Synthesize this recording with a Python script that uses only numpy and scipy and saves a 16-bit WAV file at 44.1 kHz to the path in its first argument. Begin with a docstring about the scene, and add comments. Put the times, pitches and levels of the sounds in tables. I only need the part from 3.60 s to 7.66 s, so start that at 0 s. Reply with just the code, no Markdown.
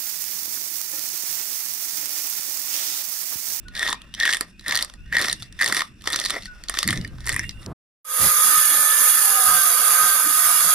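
"""Scaling a fish at night

A steel blade rakes hard scales off a fish on a concrete slab outdoors, close to a microphone with two ports.
Each scale that pops is a noise burst that rings fish, blade, scale and edge as resonators; countless small
slips, as spiky noise through the same modes, rasp under the stroke. Slab and posts echo it briefly.
Far tree frogs whistle gliding sines over a blurred chorus, and gusts rumble as shaped noise."""
import sys
import numpy as np
from scipy import signal
from scipy.fft import rfft, irfft, next_fast_len
from scipy.io import wavfile
from scipy.ndimage import uniform_filter1d, map_coordinates

SR = 44100
rng = np.random.default_rng(int(sys.argv[2]) if len(sys.argv) > 2 else 0)


def invert_db(level):
    """Linear amplitude ratio for a level in decibels (20 dB per decade), elementwise."""
    return 10 ** (np.asarray(level, dtype=float) / 20)


def to_wav(sig):
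    """Store sig (one row per channel, or 1-D mono) as 16-bit WAV at the path in sys.argv[1].

    Samples outside -1..1 are clipped; the rate is SR.
    """
    pcm = np.clip(np.atleast_2d(sig), -1, 1) * 32767
    pcm = np.round(pcm).astype(np.int16)
    wavfile.write(sys.argv[1], SR, pcm.T)  # frames by channels


N = 179237  # samples


def unit(x):
    """Normalisation: scales x to rms 1."""
    return x / np.sqrt(np.mean(x ** 2) + 1e-20)


def along(points, hz):
    """Interpolation of (f, value) points on a logarithmic frequency axis."""
    f, v = np.transpose(points)
    return np.interp(np.log(hz + 1), np.log(f + 1), v)


def curves(rows):
    """Linear interpolation in time: one value per sample for each column after t."""
    s, *columns = np.transpose(rows)
    return [np.interp(np.arange(N) / SR, s, column) for column in columns]


def wobble(rate):
    """Slow random modulation: a smooth curve through rate random knots a second."""
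    knots = rng.standard_normal(int(N * rate / SR) + 4)
    return map_coordinates(knots, [np.arange(N) * rate / SR])


def filtered(x, response):
    """Linear filtering: the spectrum of x times a complex response of frequency."""
    m = next_fast_len(N + SR // 2)
    return irfft(rfft(x, m) * response(np.fft.rfftfreq(m, 1 / SR)), m)[..., :N]


def ringing(x, modes):
    """Modal superposition: rows of x drive causal resonances of alternating sign."""
    size = next_fast_len(x.shape[-1] + SR // 20)
    f = np.fft.rfftfreq(size, 1 / SR)
    response = 0
    for k, (centre, width, db) in enumerate(modes):
        resonance = 1j * f * width / (centre * centre - f * f + 1j * f * width)
        response = response + (-1) ** k * invert_db(db) * resonance
    return irfft(rfft(x, size) * response, size)[..., :x.shape[-1]]


def rush(spectrum, alike):
    """Partial coherence: stereo noise of rms 1, its mid and side weighted to give the left-right likeness."""
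    turn = lambda hz: np.arccos(np.clip(along(alike, hz), -1, 1)) / 2
    shape = lambda hz: invert_db(along(spectrum, hz)) * [np.cos(turn(hz)), np.sin(turn(hz))]
    mid, side = filtered(rng.standard_normal((2, N)), shape)
    return unit(np.array([mid + side, mid - side]))


def rasp(modes, clumps, spread_db):
    """Stick-slip friction: tiny slips as spiky noise in clumps, ringing one part's modes, at rms 1."""
    spikes = invert_db(spread_db * rng.exponential(size=N)) * rng.standard_normal(N)
    return unit(ringing(spikes * clumps, modes))


def cracks(s, peak_db, modes, rise, fall, snap):
    """Impulsive excitation: noise bursts swell and die over rise and fall (s), with a snap, and ring the modes."""
    t = np.arange(-SR // 200, SR // 25) / SR
    envelope = np.exp(np.where(t < 0, t / rise, -t / fall))
    bursts = rng.standard_normal((len(s), len(t))) * envelope + snap * (t == 0)
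    rings = ringing(bursts, modes)
    tops = np.sqrt(uniform_filter1d(rings ** 2, size=48, axis=1).max(axis=1))  # loudest short-time rms
    levelled = rings * (invert_db(peak_db) / tops)[:, None]
    at = np.round((s[:, None] + t) * SR).astype(int).clip(0, N - 1)
    return np.bincount(at.ravel(), levelled.ravel(), N)


# resonances of each part: f/Hz, width/Hz, relative level/dB
BODY = [(344, 280, -4.5), (566, 226, 0)]  # the whole fish on the slab
FLESH = [(933, 1140, 0), (1037, 210, 7), (1298, 168, 4.5)]
BLADE = [(1851, 92, -5.5), (1600, 214, -25.5)]  # lower bending mode
BLADE_UPPER = [(1965, 110, 0), (2200, 200, -7)]  # upper bending mode
OVERTONE = [(3300, 150, -7), (3560, 220, 0)]  # overtone of the blade
SCALE = [(2600, 4500, -8.5), (4200, 2670, -0.5), (5287, 1345, 6), (5670, 696, 6.5), (7200, 600, -16.5)]
EDGE = [(7090, 290, 2), (8930, 1250, 5), (11900, 5300, -10), (13300, 3800, -33)]  # thin edge of the blade
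# one table a stroke with its return: t/s, pressure as rasp level/dB, freedom of the blade to ring/dB,
# bite into the flesh/dB; small trims and swings follow in the function
STROKES = [
    [(0, -73, -8, 2), (0.13, -68, 13, 7), (0.164, -46, 12.5, -6.5), (0.216, -40, 15, 1.5),
     (0.293, -40, 5.5, 0.5), (0.338, -46, 9.5, -7), (0.378, -63, 2, 3), (0.45, -70, 10, 14),
     (0.529, -68, 5, -3)],
    [(0.578, -57, 18.5, 0), (0.609, -41.5, 19, -4), (0.704, -31.5, 9, -6), (0.75, -36, 10, -5),
     (0.791, -49, -1, -5), (0.822, -45.5, 13, 9), (0.855, -57.5, 9, 2.5), (0.953, -72.5, -6, -5)],
    [(1.033, -59.5, 11, -8), (1.066, -48, 21, 5), (1.097, -40, 14, 6), (1.166, -40.5, 7, 1),
     (1.226, -38, -1, -2.5), (1.279, -54, -6, 2), (1.415, -72, -3, -1)],
    [(1.509, -63.5, 17.5, -7), (1.53, -45.5, 25, 4.5), (1.564, -42.5, 21.5, -4), (1.604, -36.5, 11.5, 4),
     (1.693, -36.5, 4, 0.5), (1.724, -42, 12, -1.5), (1.769, -56, -6, -16), (1.828, -50, 2.5, -11),
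     (1.901, -70.5, 8, 3)],
    [(1.983, -56, 4, -5), (2.005, -47, 16, -14), (2.042, -37, 0, 3), (2.099, -39, 6, 5),
     (2.174, -32, -2, -3), (2.21, -39, 8, 6), (2.245, -47.5, -9, -2), (2.333, -72.5, -13, -0.5)],
    [(2.413, -63, 2, -4), (2.477, -41, 3, 0), (2.521, -42.5, 13, 2.5), (2.547, -37, 8, -6),
     (2.617, -40, -2, 0), (2.673, -39.5, -7, -17), (2.705, -37, -1, -9), (2.764, -43, 15, 11),
     (2.797, -48.5, 1, -4), (2.858, -49.5, -5, -31), (2.908, -66, 5, 7)],
    [(3.078, -56, -2, 1), (3.104, -43.5, 6, -1), (3.186, -39, -2, -9), (3.258, -46, 6, -4),
     (3.291, -40, -12, -10), (3.342, -39.5, 10, -3), (3.395, -53, 11, -1), (3.524, -68.5, -2, 8)],
    [(3.651, -54.5, 9, -6), (3.68, -44.5, 8, -5), (3.702, -37.5, 6, 1), (3.768, -52, 14.5, -6),
     (3.84, -53, 19, -4), (3.866, -57, 13, -13), (3.943, -66, -13, 7), (4.06, -56.5, 5, 6)],
]
# how the blade is held: t/s, upper mode's share of the ring (0-1), overtone over the rasp/dB,
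# edge over the rasp/dB (both before their swing with pressure)
GRIP = [(.2, 0, 9.5, 2), (.65, 0, 9.5, -2), (.8, 0.2, -4, 5), (1.1, 0, 11, -1), (1.25, 0.4, -3, -1),
        (1.55, 0.09, 7, -3), (1.7, 0.34, 1.5, 3), (2.03, 0.16, 7.5, 1), (2.2, 0.35, -0.5, 2.5),
        (2.55, 0.07, 5, -1.5), (2.77, 0.67, -1, -3.5), (3.15, 0.13, 2, -1), (3.3, 0.5, 0, 1.5),
        (3.7, 0.1, 0, -2.5), (3.85, 0.66, 7, 9.5)]
# where on the fish the blade works: t/s, usual scale pitch f/Hz, hollow of the belly over firm flesh/dB,
# body on the slab/dB
PLACE = [(.2, 3740, -1, -7), (.33, 3980, 13.5, -11), (.65, 3600, -0.5, -8), (1.15, 4100, 0.5, -14),
         (1.55, 4050, -3, -5), (1.7, 3800, -6.5, -12.5), (2.05, 4550, 3, -5), (2.2, 3800, 1.5, -26),
         (2.55, 4200, -2, -8), (2.76, 4200, -6, -2), (3.1, 4000, -8.5, -13), (3.35, 3630, -6, 0.5),
         (3.7, 4740, 6, -7)]


def rasping(clumps):
    """Friction-driven modes: slips excite every part, weighted by pressure, freedom and bite."""
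    press_db, free_db, bite_db = curves(np.concatenate(STROKES))
    upper, overtone_db, edge_db = curves(GRIP)
    upper = np.clip(upper, .02, .98)
    body_db = curves(PLACE)[2]
    firm_db = press_db + 17  # pressure over a firm stroke
    blade = invert_db(press_db + free_db - 2.5)
    parts = ((invert_db(press_db + body_db + 0.94 * bite_db), BODY),  # the body takes most of the bite
             (invert_db(press_db + bite_db - 2.0), FLESH),
             (blade * np.sqrt(1 - upper), BLADE),
             (blade * np.sqrt(upper), BLADE_UPPER),
             (invert_db(press_db + 0.12 * firm_db + overtone_db), OVERTONE),  # pressure favours overtone and edge
             (invert_db(press_db), SCALE),
             (invert_db(press_db + 0.14 * firm_db + edge_db), EDGE))
    return sum(gain * rasp(modes, clumps, spread_db=2.5) for gain, modes in parts)


# scales popping off: t/s, snap level/dB, then over the snap: blade ring/dB, flesh thud/dB, edge sizzle/dB;
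# small trims follow in cracking()
POPS = [(0.0844, -33.5, -12, -13, -12.5), (0.1532, -26, -5.5, -24, -11), (0.1669, -25, -10, -23, -19),
        (0.1771, -22.5, -16, -27, -23), (0.1947, -18.5, -1.5, -27, -7), (0.2294, -23, 11.5, -17, -2),
        (0.2662, -28, 10.5, -16, -20), (0.2775, -17, -6, -15, -28), (0.2866, -28, 3, 3, -20),
        (0.2946, -20.5, -3, -3, -17), (0.3028, -33, -14, 2, 8), (0.3094, -39, -9, 13, -2),
        (0.329, -16.5, -19, -4, -6.5), (0.345, -39, 3, 7, -8), (0.4192, -34.5, -17, -18, -7),
        (0.5412, -25.5, -38, -46, -10), (0.5493, -25.5, -29, -39, -12), (0.6012, -15, -12, -33, -10.5),
        (0.6105, -35, 13, -17, -14), (0.6254, -20.5, -14, -22, -21), (0.6338, -19, 2, -22, -19),
        (0.6545, -22, 9.5, -11, -1.5), (0.6626, -26.5, 13, -20, -18), (0.6782, -33, 20, -16, -13),
        (0.6929, -29.5, 18.5, -15, -15), (0.7061, -18, -11, -26, -20), (0.7282, -16, -1, -21, -9),
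        (0.7358, -15, -1.5, -32, -3.5), (0.7471, -18.5, -5, -14, -4), (0.7702, -22.5, -6, -16, 0.5),
        (0.8102, -16.5, -6.5, -8, 2.5), (0.9962, -35, -14, -23, -15), (1.0109, -43, -12, -11, -3),
        (1.0634, -32.5, 8.5, -15, -8), (1.0826, -20, -8, -19, 0), (1.0956, -24, 3.5, -2.5, -20),
        (1.1109, -16.5, -2, -25, -23), (1.1247, -27, 12.5, 1.5, -16), (1.1395, -33, -3, 0, -11),
        (1.1483, -18, -3, -12, -37), (1.1556, -12.5, -10, -22, -8), (1.1628, -15.5, -3.5, -18, -8),
        (1.1751, -14, -6, -19, -5), (1.1908, -17, -12, -11.5, -14), (1.2104, -26, -0.5, -10, -9.5),
        (1.226, -13.5, -18, -26, -5), (1.2996, -35, -17, -4.5, -13), (1.3392, -39, -3, -7, -2),
        (1.5273, -31, 14.5, -10, -19), (1.536, -31, 5.5, -7, -15), (1.5547, -33.5, 17.5, -5, -7),
        (1.5689, -17, 6.5, -10, -10), (1.585, -21.5, 4, -11, -2.5), (1.5939, -27.5, 10, -9, 0.5),
        (1.6159, -25, -3, -2, 2.5), (1.6234, -15.5, -12, -14, -13), (1.6457, -22, 3, -17, -14),
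        (1.6575, -22, -6, -10.5, -4), (1.6846, -17.5, -3, -5.5, -17), (1.6985, -14.5, -16, -24, -25),
        (1.7147, -22, -18, -24, -8), (1.7291, -17.5, -23, -28, 1.5), (1.8243, -28.5, -21, -11, -7),
        (1.83, -28, -33, -21, -14), (1.9262, -39.5, -9, -20, -2), (1.9925, -34, 11, -10, -7),
        (2.0005, -39, 19.5, -11, -18), (2.0107, -28, 10, -14, -21), (2.0154, -20, 7.5, -9, -1.5),
        (2.0234, -16.5, 3.5, -16, -9), (2.0321, -25, 10.5, -2, -6), (2.0443, -16, 0, -26, -6),
        (2.062, -15, -2.5, -22, -1.5), (2.0783, -17, -15, -19, -15), (2.0861, -22.5, -11, -13, 2),
        (2.0995, -26, -8, 2, -13), (2.1053, -33, -3, 0, -3), (2.1258, -18, 2, 0, -0.5),
        (2.1478, -19, -1, -17, -0.5), (2.1681, -17.5, -0.5, -26, -9), (2.1762, -21, -1, -9, -4),
        (2.1943, -18, -3, -19, -13), (2.2073, -19, 0.5, -9, -6), (2.2201, -19.5, -5, 2.5, -22.5),
        (2.4115, -42, -21, -29.5, -20), (2.4216, -40, -17, -23, -3), (2.4418, -36, -14, -5, -7),
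        (2.461, -35, -5, -5, -13), (2.4751, -14, -5, -6, -9), (2.5035, -25, -8, -4, 0),
        (2.5246, -31, -9, -8, 8), (2.5315, -15, -13, -15, -8), (2.5371, -18.5, -13, -11, -15),
        (2.5457, -19, -5, -21, -21), (2.5611, -14.5, -20, -9, -6), (2.5909, -19, -16, -12, -10),
        (2.6003, -16.5, -26, -25, -3), (2.6158, -23, -4, -15, -13), (2.6407, -20, -7, -24, -9),
        (2.651, -17, -13, -22, -10), (2.6564, -18, -8, -11, -10), (2.6613, -12.5, -11, -33, -10),
        (2.6719, -46, -13, -20, -19), (2.6839, -53, -5, -17, 0), (2.6896, -41, -19, -27, -7),
        (2.6991, -22, -13, -7, -2), (2.7059, -15.5, -12, -8.5, -2.5), (2.7532, -30, 0, -7, -24),
        (2.8239, -33, -20, -27, -15), (2.8341, -33, -15, -17, -21), (2.8575, -29.5, -4.5, -23, -8.5),
        (3.0384, -30, -12, -22, -7), (3.086, -22, -26, -34, -23), (3.0973, -22, -3, -4.5, 5),
        (3.1417, -24.5, -5, -1.5, -16), (3.1515, -34, 4, 3, -12), (3.1735, -22, -0.5, -5, -14),
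        (3.1893, -11, -13, -16.5, -7), (3.2008, -38, -6, -21, -16), (3.2306, -14, -13, -7.5, -4),
        (3.2422, -24, -4, -17, -18), (3.2773, -19, 1, -17, 5), (3.2885, -15.5, 0, -26, -16),
        (3.2982, -29.5, 9, 3, -5), (3.3075, -16.5, -3, -12, -1), (3.3194, -37, -11, -9, 1),
        (3.3293, -29, 10, 6, 2), (3.3595, -29, -3, -16, -16), (3.3754, -25, -2, -26, -14),
        (3.4137, -31, -19, -28, -12), (3.4489, -29.5, 2.5, -25, -30), (3.4771, -35.5, -16, -20, -5),
        (3.6068, -37.5, -14.5, -23, -7), (3.658, -39.5, -1, -2, 7.5), (3.6668, -29.5, -11, -8.5, 6.5),
        (3.6739, -24.5, 3.5, -4, -5), (3.6842, -28, -5, -13, 3.5), (3.6938, -20, 3, -10, 3),
        (3.7199, -24.5, -7, -16, -8), (3.7272, -29.5, 2, -12, 7), (3.7334, -37, 12, -6, 12),
        (3.7439, -30, 5, -8, 7.5), (3.7537, -42, 3, 3, 7), (3.7642, -33, 17, 4.5, 12.5),
        (3.7947, -18, 1, -30, -6), (3.8415, -43.5, 17, -9, -7), (3.894, -22, -16, -43, -49),
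        (3.9101, -36.5, -6.5, -35, -9), (4.0308, -42, -6, -9, -18), (4.063, -30.5, -17, -13, -10)]
# small pops, a row each for ring, thud and sizzle: mean over the snap/dB, scatter/dB
SMALL_COLOUR = [(-11, 11.5), (-11, 11), (-13, 7)]
SMALL_POPS, SMALL_DB, SMALL_SPREAD_DB = 80, 6, 4.5  # how many, mean snap over the pressure, scatter
SCALE_SIZES = 0.094  # log spread of scale pitch


def pops():
    """Weighted random process: small pops crowd where pressure is high, beside the listed ones; each has a pitch."""
    press_db = curves(np.concatenate(STROKES))[0]
    crowd = np.cumsum(invert_db(.5 * press_db))
    chance = rng.standard_normal((SMALL_POPS, 4))
    mean_db, scatter_db = np.transpose(SMALL_COLOUR)
    at = np.searchsorted(crowd, crowd[-1] * rng.uniform(size=SMALL_POPS)).clip(0, N - 1)
    size_db = press_db[at] + SMALL_DB + SMALL_SPREAD_DB * chance[:, 0]
    small = np.column_stack([at / SR, size_db, mean_db + scatter_db * chance[:, 1:]])
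    rows = np.vstack([POPS, small])
    usual_hz = np.interp(rows[:, 0], *np.transpose(PLACE)[:2])
    pitch_hz = usual_hz * np.exp(SCALE_SIZES * rng.standard_normal(len(rows)))
    return np.column_stack([rows, pitch_hz])


def cracking(popped):
    """Impulse response of coupled parts: each pop strikes flesh, both blade modes, scale and edge."""
    s, scale, ring, thud, sizzle, scale_hz = np.transpose(popped)
    s = s - .0006  # the burst's centre, this many s ahead of the listed time
    at = (s * SR).astype(int).clip(0, N - 1)
    share = np.clip(curves(GRIP)[0], .02, .98)[at]  # the grip shifts the ring between two bending modes
    hollow_db = curves(PLACE)[1][at, None]
    flesh = [(hz, width, db + side * hollow_db) for (hz, width, db), side in zip(FLESH, (0, .5, -.5))]
    lower_db = scale + ring - 1.2 + 10 * np.log10(1 - share)
    upper_db = scale + ring - 1.3 + 10 * np.log10(share)
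    own = [(scale_hz[:, None], 500, 7)]  # every scale adds a pitch of its own
    out = cracks(s, scale + thud - 1.1, BODY + flesh, rise=0.0013, fall=0.0012, snap=0.93)
    out += cracks(s, lower_db, BLADE, rise=0.0016, fall=0.0019, snap=8.1)
    out += cracks(s, upper_db, BLADE_UPPER, rise=0.00086, fall=0.002, snap=1.74)
    out += cracks(s, scale - 1.4, own + SCALE, rise=0.00072, fall=0.0012, snap=1.95)
    return out + cracks(s, scale + sizzle - .8, EDGE, rise=0.00011, fall=0.00077, snap=1.6)


PORTS = [(300, -0.5), (1300, -1.5), (2400, 1.5), (4400, 0), (8100, -5.5), (15000, -13)]  # level balance of the ports: f/Hz, left over right/dB
DIRECT = [(2000, .99), (3000, .9), (5500, .78), (9500, .75), (13500, .4)]  # likeness of the ports: f/Hz, left-right likeness (0-1)
LAG = [(300, 0.053), (1500, 0.54), (2700, 0.93), (5200, 0.63), (6500, 1.67), (9000, 1.32), (11600, 0.75),
       (14000, 1.5)]  # phase between the ports: f/Hz, left behind right/rad
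SHIFT = [(0, 0.77), (.7, 0.85), (1.15, 0.43), (1.6, 0.33), (2.1, 0.59), (2.6, 0.47), (3.2, 0.51),
         (3.6, 0.05), (4.06, 1)]  # drift of that phase: t/s, added lag of the left treble/rad


def at_ports(work, scattered):
    """Interaural-like differences: work from the right reaches the left later, duller, partly by hands and slab."""
    half = lambda hz: invert_db(along(PORTS, hz) / 2) * np.exp(-.5j * along(LAG, hz))
    left = filtered(work, lambda hz: half(hz) * along(DIRECT, hz))
    left += filtered(scattered, lambda hz: half(hz) * np.sqrt(1 - along(DIRECT, hz) ** 2))
    treble = filtered(left, lambda hz: 1 / (1 + (7000 / (hz + 1)) ** 8))
    # the hand's place changes the path
    shifted = np.real(signal.hilbert(treble) * np.exp(-1j * curves(SHIFT)[0]))
    left += shifted - treble
    return np.array([left, filtered(work, lambda hz: 1 / half(hz))])


YARD = [(300, 0.037), (2000, 0.27), (5000, 0.099), (12000, 0.021)]  # decay of the yard: f/Hz, t60/s


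def yard(x):
    """Reverberation: exponentially decaying noise, different at each port, after 60 samples' delay."""
    hz, t, z = signal.stft(rng.standard_normal((2, SR // 4)), SR, nperseg=256)
    decay = invert_db(-60 * t / along(YARD, hz)[:, None])
    tail = signal.istft(z * decay, SR, nperseg=256)[1]
    tail = tail / np.linalg.norm(tail[0])
    return signal.fftconvolve(np.pad(x, (60, 0))[None], tail, axes=1)[:, :N]


ECHO = [(600, -5.5), (1800, -22.5), (5000, -9.5), (12000, -10.5)]  # colour of the answer: f/Hz, level against the direct sound/dB


def echo(work):
    """Coloured reflection: slab and posts answer the work briefly."""
    return filtered(yard(work), lambda hz: invert_db(along(ECHO, hz)))


# whistled notes: t/s, length/s, first f/Hz, last f/Hz, starting rms level/dB before wavering
LOW_NOTES = [(.05, .13, 1490, 1425, -50), (1.37, .11, 1465, 1446, -63), (1.45, .06, 1540, 1555, -61),
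             (2.87, .17, 1500, 1425, -45), (3.47, .1, 1607, 1555, -60), (3.57, .07, 1544, 1480, -61),
             (3.94, .12, 1520, 1500, -62)]
HIGH_NOTES = [(.33, .2, 2130, 2850, -60), (.93, .07, 2440, 2570, -66), (1.37, .14, 2500, 2850, -62),
              (1.75, .08, 2770, 2840, -63), (1.86, .11, 2660, 2740, -65), (3.39, .1, 2840, 2990, -59),
              (3.75, .165, 2330, 2810, -51), (3.91, .1, 2620, 2820, -55)]


def frogs(notes, bend, fade_db_per_s, waver_db, smear):
    """Frequency modulation: notes glide fast at first, settle and fade; distance makes them waver."""
    out, t = np.zeros((2, N)), np.arange(N) / SR
    for s, length, first_hz, last_hz, db in notes:
        done = np.clip((t - s) / length, 0, 1)
        ends = np.clip(np.minimum(t - s, s + length - t) / .012, 0, 1)  # 12 ms ramps
        hz = last_hz + (first_hz - last_hz) * (1 - done) ** bend
        phase = 2 * np.pi * np.cumsum(hz) / SR + smear * wobble(90)
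        level = invert_db(db - fade_db_per_s * (t - s) * (ends > 0) + waver_db * wobble(41))
        out += np.sqrt(2) * ends * level * np.sin(phase + [[.3], [-.3]])
    return out


# calm, then a sudden gust: t/s, strength/dB, deep buffeting over it/dB, sharper rumble over it/dB
WIND = [
    [(0.0, -61, 7, 7), (0.03, -52.5, -1, -6), (0.95, -63, 7, 8.5), (1.16, -53, -3, -2.5),
     (1.29, -69, 17, 5), (1.44, -44.5, -0.5, -21), (1.58, -47, -8, 1), (1.98, -54.5, 5.5, -10.5),
     (2.03, -56.5, -5, 10), (2.47, -53.5, -1, -7.5), (3.23, -63, 12, -3)],
    [(3.255, -38.5, -14, 6.5), (3.357, -30.5, -17, -2), (3.383, -36, 3, 3.5), (3.419, -34, -13, -4.5),
     (3.513, -47.5, -1, 4), (3.525, -43, -1, -5), (3.771, -36.5, -8, -10), (3.795, -38, -13, -2),
     (3.985, -42, -1, -13.5), (4.023, -46, 3, -5), (4.06, -42, -26, -5)],
]
# noise spectra of the wind: f/Hz, relative level/dB
BUFFET = [(12, -22), (22, -11), (55, -9), (80, -24), (130, -68.5)]
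THRUM = [(50, -22), (80, -4), (115, -0.5), (150, -6.5), (220, -57)]
RUMBLE = [(100, -37), (160, 1), (200, 2), (260, -4.5), (320, -7.5), (450, -21), (650, -28), (1000, -95)]


def wind():
    """Turbulent pressure noise: gusts rumble alike in both ports; the deepest buffeting differs between them."""
    strength_db, deep_db, sharp_db = curves(np.concatenate(WIND))
    lumps = wobble(26)
    buffet = invert_db(strength_db + deep_db + 5 + 2.5 * wobble(9)) * rush(BUFFET, [(30, .45), (90, .8)])
    thrum = invert_db(strength_db + 2.3 * wobble(12) + 0.91 * lumps) * rush(THRUM, [(100, 0.95)])
    # still air sets a floor of -58 dB under the gusts' rumble
    strength = np.hypot(invert_db(-58), invert_db(strength_db + sharp_db - 0.5))
    rumble = strength * invert_db(2.6 * lumps + 1.34 * wobble(8.02)) * rush(RUMBLE, [(200, 0.91)])
    return buffet + thrum + rumble


NIGHT = [(300, -30), (450, -18), (750, -17), (1200, -21), (1550, -3), (2050, -18.5), (2700, 1.5),
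         (3200, -22), (5000, -36), (8100, -18.5), (12000, -66), (16000, -42)]  # spectrum of the chorus: f/Hz, relative level/dB
NIGHT_ALIKE = [(400, 0.27), (1400, 0.5), (3100, 0.37), (7000, 0.085), (15000, 0.11)]  # f/Hz, left-right likeness (0-1)


def night():
    """Superposition of many sources: the blurred chorus of far frogs and insects becomes shaped noise."""
    return invert_db(-61 + 1.3 * wobble(2.8)) * rush(NIGHT, NIGHT_ALIKE)


def scene():
    """Linear superposition: the work at both ports, its echo, the far calls, wind and night."""
    clumps = invert_db(2.45 * wobble(150) + 1.28 * wobble(40))
    popped = pops()
    work = rasping(clumps) + cracking(popped)
    scattered = rasping(clumps) + cracking(popped)  # same events, fresh noise
    near = at_ports(work, scattered)
    calls = frogs(LOW_NOTES, 1.8, 130, waver_db=1, smear=.3)
    calls += frogs(HIGH_NOTES, 2.8, 40, waver_db=3.5, smear=1.5)
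    blur = invert_db(-0.5) * yard(calls[0])  # trees smear the far whistles
    return near + echo(work) + calls + blur + wind() + night()


def low_pass(x):
    """Removes everything above the highest recorded frequency."""
    return signal.sosfilt(signal.butter(12, 16640, fs=SR, output="sos"), x)


def record(dry):
    """Soft saturation and low-pass response: the loudest peaks bend and the microphone rolls off at the top."""
    bent = dry / (1 + np.abs(dry / .95) ** 6) ** (1 / 6)
    mix = filtered(bent, lambda hz: 1 / (1 + (hz / 14300) ** 16))  # half amplitude at 14300 Hz
    return low_pass(mix)


dry = scene()
out = record(dry)
to_wav(out)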